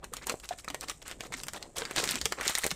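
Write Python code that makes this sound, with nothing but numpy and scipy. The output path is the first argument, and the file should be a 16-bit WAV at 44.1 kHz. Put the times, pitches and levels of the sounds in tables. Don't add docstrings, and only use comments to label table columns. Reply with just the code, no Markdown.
import sys
import numpy as np
from scipy import signal
from scipy.fft import rfft, irfft
from scipy.io import wavfile
from scipy.ndimage import uniform_filter1d

SR = 44100
rng = np.random.default_rng(int(sys.argv[2]) if len(sys.argv) > 2 else 0)


def to_wav(s):
    ch = np.atleast_2d(s).T
    pcm = np.round(np.clip(ch, -1, 1) * 32767)
    wavfile.write(sys.argv[1], SR, pcm.astype(np.int16))


N = 121275


def amp(db):
    return 10 ** (np.asarray(db) / 20)


def unit(x):
    return x / np.sqrt(np.mean(x ** 2) + 1e-20)


def read(points, hz):
    f, value = np.transpose(points)
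    return np.interp(np.log(hz + 1), np.log(f + 1), value)


def add(mix, s, sound):
    part = mix[max(round(s * SR), 0):][:len(sound)]
    part += sound[:len(part)]


def colour(x, points, size=2048):
    log_gain = np.log(amp(read(points, abs(np.fft.fftfreq(size, 1 / SR)))))
    response = np.exp(np.conj(signal.hilbert(log_gain)))
    taps = np.fft.ifft(response).real
    return signal.fftconvolve(x, taps[:size // 2])[:len(x)]


def noise(points):
    gain = amp(read(points, np.fft.rfftfreq(N, 1 / SR)))
    return unit(irfft(rfft(rng.standard_normal(N)) * gain, N))


def crackle(n, per_s, spread_db):
    size = amp(spread_db * np.minimum(rng.exponential(1, n), 4))
    return size * rng.choice([-1, 1], n) * (rng.random(n) < per_s / SR)


def bubble(hz, decay_s, glide):
    t = np.arange(0, 7 * decay_s, 1 / SR)
    phase = 2 * np.pi * hz * t * (1 + glide * t / decay_s)
    return np.exp(-t / decay_s) * np.sin(phase)


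def swarm(lo_hz, hi_hz, per_s, cycles, spread_db):
    pitches = np.geomspace(lo_hz, hi_hz, num=24)
    total = np.zeros(N)
    for hz in pitches:
        impulses = crackle(N, per_s / len(pitches), spread_db)
        ring = (hz / hi_hz) ** 0.66 * bubble(hz, cycles / hz, glide=0.036)
        total += signal.oaconvolve(impulses, ring)[:N]
    return unit(total)


def resonate(x, hz, width_hz):
    turn = np.exp(2j * np.pi * np.cumsum(hz) / SR)
    r = np.exp(-np.pi * width_hz / SR)
    return 2 * (turn * signal.lfilter([1 - r], [1, -r], x / turn + 1e-18)).real


def rings(table, cycles):
    swell = 0.28
    out = np.zeros(N)
    for s, hz, db in table:
        ring = bubble(hz, cycles / hz, glide=0.0033)
        t = np.arange(len(ring)) / SR
        ring = ring * (1 - np.exp(-t / (swell * cycles / hz)))
        add(out, s, amp(db) * ring / abs(ring).max())
    return out


def reflections(x, t60, level, delay_s, size):
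    t, hz = np.arange(size) / SR, np.fft.rfftfreq(size, 1 / SR)
    taps = rng.choice([-1, 1], size) * (rng.random(size) < .1)
    centres, tail = np.geomspace(125, 16000, 8), np.zeros(size)
    for centre, pick in zip(centres, np.eye(len(centres))):
        mask = read(list(zip(centres, pick)), hz)
        decay = np.exp(-np.log(1000) * t / read(t60, centre))
        band = irfft(rfft(taps) * mask, size) * decay
        tail += band * np.sqrt(np.mean(mask ** 2) / np.sum(band ** 2)) * amp(read(level, centre))
    out = np.zeros(len(x))
    add(out, delay_s, signal.fftconvolve(x, tail))
    return out


def hum():
    # frequency in Hz, relative density in dB per Hz.
    hum_shape = [(20, -11), (42, -1), (53, -0.5), (80, -13.5), (500, -21), (5000, -46.5), (16000, -49)]
    return amp(-57) * noise(hum_shape)


def room_echo(x):
    # frequency in Hz, time to fall by 60 dB in seconds.
    room_t60 = [(300, 0.13), (8000, 0.24)]
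    # frequency in Hz, level in dB.
    room_level = [(300, -17.5), (8000, -13.5)]
    return reflections(x, room_t60, room_level, delay_s=.005, size=16384)


def bowl_echo(x):
    # frequency in Hz, time to fall by 60 dB in seconds.
    bowl_t60 = [(500, 0.051), (8000, 0.038)]
    # frequency in Hz, level in dB.
    bowl_level = [(150, -15.5), (900, 1.5), (9000, -5.5)]
    return reflections(x, bowl_t60, bowl_level, delay_s=0.001215, size=4096)


def foam(stirring):
    # frequency in Hz, relative level in dB.
    foam_shape = [(300, -18), (3200, -24), (7500, 11), (15000, -5.5)]
    fade_s = 0.11
    keep = np.exp(-1 / (fade_s * SR))
    activity = np.sqrt(signal.lfilter([1 - keep], [1, -keep], stirring ** 2))
    fizz = unit(colour(crackle(N, per_s=10000, spread_db=10), foam_shape))
    return amp(-18) * activity * fizz


def slosh():
    # time in seconds, level in dB.
    slosh_level = [(0, -60), (.3, -56), (.46, -73), (0.778, -53.5), (.97, -68), (1.28, -53), (1.7, -58.5),
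                   (1.8, -58), (2.2, -49), (2.58, -75), (2.75, -60)]
    # lowest and highest pitch in Hz, rate per second,
    # decay time in cycles, spread of sizes in dB.
    slosh_bubbles = (106, 669, 240, 1.47, 1.3)
    level_db = np.interp(np.arange(N) / SR, *np.transpose(slosh_level))
    return amp(level_db) * swarm(*slosh_bubbles)


def thuds():
    # start in seconds, pitch in Hz, dry peak level in dB.
    thud_table = [(2.22, 66, -42), (2.72, 172, -37)]
    return rings(thud_table, cycles=1.58)


def plops():
    # start in seconds, pitch in Hz, dry peak level in dB.
    plop_table = [(.119, 472, -45), (.136, 1183, -34), (.5085, 706, -25.5), (.679, 1270, -31.5),
                  (.701, 285.5, -41), (.899, 1185, -34.5), (1.34, 2080, -29.5), (1.345, 254, -44.5),
                  (1.818, 454, -33), (2.139, 248.7, -36.5), (2.258, 447, -34.5), (2.552, 1850, -25),
                  (2.577, 2000, -25.5), (2.6353, 1876, -25)]
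    return rings(plop_table, cycles=3.9)


def slaps():
    # start in seconds, pitch in Hz, dry peak level in dB.
    slap_table = [(.3412, 520, -22.5), (.7452, 675, -27), (2.0331, 524, -25), (2.3218, 515, -27.5),
                  (2.4112, 363, -47), (2.4675, 420, -28.5), (2.6524, 560, -20), (2.6652, 486, -23)]
    push = rings(slap_table, cycles=0.49)
    return push + amp(-5) * bowl_echo(push)


def clicks():
    # snap time in seconds, then the
    # mid, upper mid and treble spectral levels in dB.
    click_table = [(0.0434, -12.5, -19, -16.5), (0.137, -12.5, -16.5, -8.5), (0.1682, -15, -12.5, -14.5),
                   (0.2698, -11, -15.5, -4), (0.2966, -1, -2, -7), (0.322, -18, -28, -14.5),
                   (0.3997, -25, -24, -23.5), (0.4902, -16.5, -9.5, -14.5), (0.6458, -15.5, -25, -21),
                   (0.6798, -6.5, -25, -36), (0.6846, -40, -10.5, -19.5), (0.702, -6.5, -14, -15.5),
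                   (0.7457, -3.5, -13.5, -11.5), (0.81, -26, -13, -11.5), (0.885, -22, -8.5, -21),
                   (0.8977, -11, -5.5, -9), (1.0799, -21, -20.5, -13.5), (1.1133, -9, -16, -18),
                   (1.2073, -5, -11, -16.5), (1.3231, -8, -17, -23), (1.3389, -12, -25, -27),
                   (1.435, -13.5, -13, -11), (1.4685, -16.5, -32, -16), (1.4841, -7, -10, -11.5),
                   (1.5347, -12, -20, -11.5), (1.6269, -15.5, -10, -20.5), (1.767, -18, -29, -14.5),
                   (1.7836, -28, -9, -6), (1.82, -3, -7.5, -34), (1.8528, -7.5, -5, -20),
                   (1.911, -2, -19.5, -13), (1.9624, -4, -4.5, -6), (1.9815, -1.5, 3.5, -13),
                   (2.0403, -1.5, -5.5, -4), (2.0759, -4, -7, -12), (2.0906, -3, 0.5, -10),
                   (2.1105, -4.5, -27, 1.5), (2.1562, -6.5, -5, -7.5), (2.2143, -7.5, -0.5, -9.5),
                   (2.2561, -2, 4, -2), (2.2585, -0.5, -12, -10), (2.3231, 1.5, -4, -9),
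                   (2.411, -0.5, -13.5, -10.5), (2.479, -35, 5.5, -1.5), (2.4966, 1.5, -26, -2),
                   (2.5523, -4, 1.5, -2.5), (2.5776, -7, -17, -11), (2.5844, -6, -23, 2),
                   (2.6373, -10, -6, -17), (2.642, 0.5, -7, -3), (2.6654, -3.5, -13.5, 1.5),
                   (2.7071, -12, -1, -16), (2.714, -2, -5, -8.5)]
    click_hz = [2190, 3960, 9600]
    # frequency in Hz, level in dB relative to the mid level.
    click_bass = [(80, -5), (250, -0.5), (700, -1)]
    lead, lead_s = 0.031, 0.0094
    snap_s = .0004
    spray, spray_s = 0.089, 0.00059
    size, early = 4096, 600
    t = (np.arange(size) - early) / SR
    before = lead * np.exp(-abs(t) / lead_s)
    after = np.exp(-abs(t) / snap_s) + spray * np.exp(-abs(t) / spray_s)
    envelope = np.where(t < 0, before, after)
    out = np.zeros(N)
    for s, *levels in click_table:
        spectrum = rfft(rng.standard_normal(size) * envelope)
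        broad_power = uniform_filter1d(abs(spectrum) ** 2, size=201)
        burst = irfft(spectrum / np.sqrt(broad_power))
        bass = [(hz, levels[0] + db) for hz, db in click_bass]
        click = colour(burst, bass + list(zip(click_hz, levels)))
        add(out, s - early / SR, click + bowl_echo(click))
    return out


def furrow(x, progress):
    climb = 0.71 * (progress - .5)
    scatter = 0.29 * rng.uniform(-1.1, 1)
    return amp(-2) * resonate(x, 1825 * 2 ** (climb + scatter), width_hz=870)


def squelches():
    # start in seconds, length in seconds, then the
    # low, mid and treble levels in dB.
    pass_table = [(0.028, 0.021, -46.5, -58, -83), (0.128, 0.069, -62, -54, -75),
                  (0.218, 0.031, -58, -50, -55.5), (0.27, 0.06, -41, -48, -48),
                  (0.434, 0.027, -59, -51, -50), (0.509, 0.032, -50, -48, -56.5),
                  (0.581, 0.027, -82, -56.5, -49.5), (0.819, 0.029, -45.5, -48, -48.5),
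                  (0.88, 0.042, -50.5, -46.5, -47.5), (1.024, 0.0054, -50.5, -49.5, -48),
                  (1.056, 0.081, -56.5, -50, -53.5), (1.225, 0.051, -50.5, -55, -53.5),
                  (1.326, 0.025, -52.5, -43.5, -45), (1.366, 0.051, -56, -55.5, -48.5),
                  (1.538, 0.045, -46, -48.5, -50.5), (1.595, 0.076, -54, -68, -69),
                  (1.762, 0.055, -43, -44.5, -43.5), (1.821, 0.168, -57, -52.5, -57),
                  (1.965, 0.044, -37.5, -37.5, -36), (2.005, 0.068, -45, -45, -41.5),
                  (2.084, 0.047, -64, -42, -38), (2.129, 0.062, -49.5, -44, -46.5),
                  (2.378, 0.046, -40.5, -44.5, -53.5), (2.429, 0.087, -48.5, -38.5, -38.5),
                  (2.511, 0.092, -72, -45.5, -48), (2.613, 0.069, -69, -46, -42.5)]
    # lowest and highest pitch in Hz, rate per second,
    # decay time in cycles, spread of sizes in dB.
    bubble_sizes = [(322, 1154, 800, 2, 3.5), (1075, 3740, 2400, 2.9, 4.5), (3660, 17500, 5000, 2.15, 5.5)]
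    rise_s, fall_s = 0.016, 0.004
    out, t = np.zeros(N), np.arange(N) / SR
    lumps = amp(1.03 * noise([(10, -20), (40, 0), (150, 0), (400, -40)]))
    for k, bubbles in enumerate(bubble_sizes):
        fizz = swarm(*bubbles) * lumps
        for start, length, *levels in pass_table:
            rise = np.clip((t - start) / rise_s + .5, 0, 1)
            fall = np.exp(-np.maximum(t - start - length + fall_s, 0) / fall_s)
            part = fizz * rise * fall
            if k == 1:
                part = part + furrow(part, progress=np.clip((t - start) / length, 0, 1))
            part = part * np.sqrt(length * SR / (np.sum(part ** 2) + 1e-12))
            out += amp(levels[k]) * part
    return out


def scene():
    tearing = squelches()
    bowl = foam(tearing) + slosh() + thuds() + plops() + slaps() + clicks() + tearing
    return (bowl + room_echo(bowl) + hum())[None]


def record(dry):
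    # frequency in Hz, gain in dB.
    mic_response = [(1000, 0), (6000, 3.5), (8300, 5), (9400, 0), (10800, -7), (13500, -5.5),
                    (15500, -14.5), (16500, -46)]
    low_pass = signal.firwin(255, 16500, window=("kaiser", 9), fs=SR)
    return signal.fftconvolve(colour(dry[0], mic_response), low_pass, "same")[None]


dry = scene()
out = record(dry)
to_wav(out)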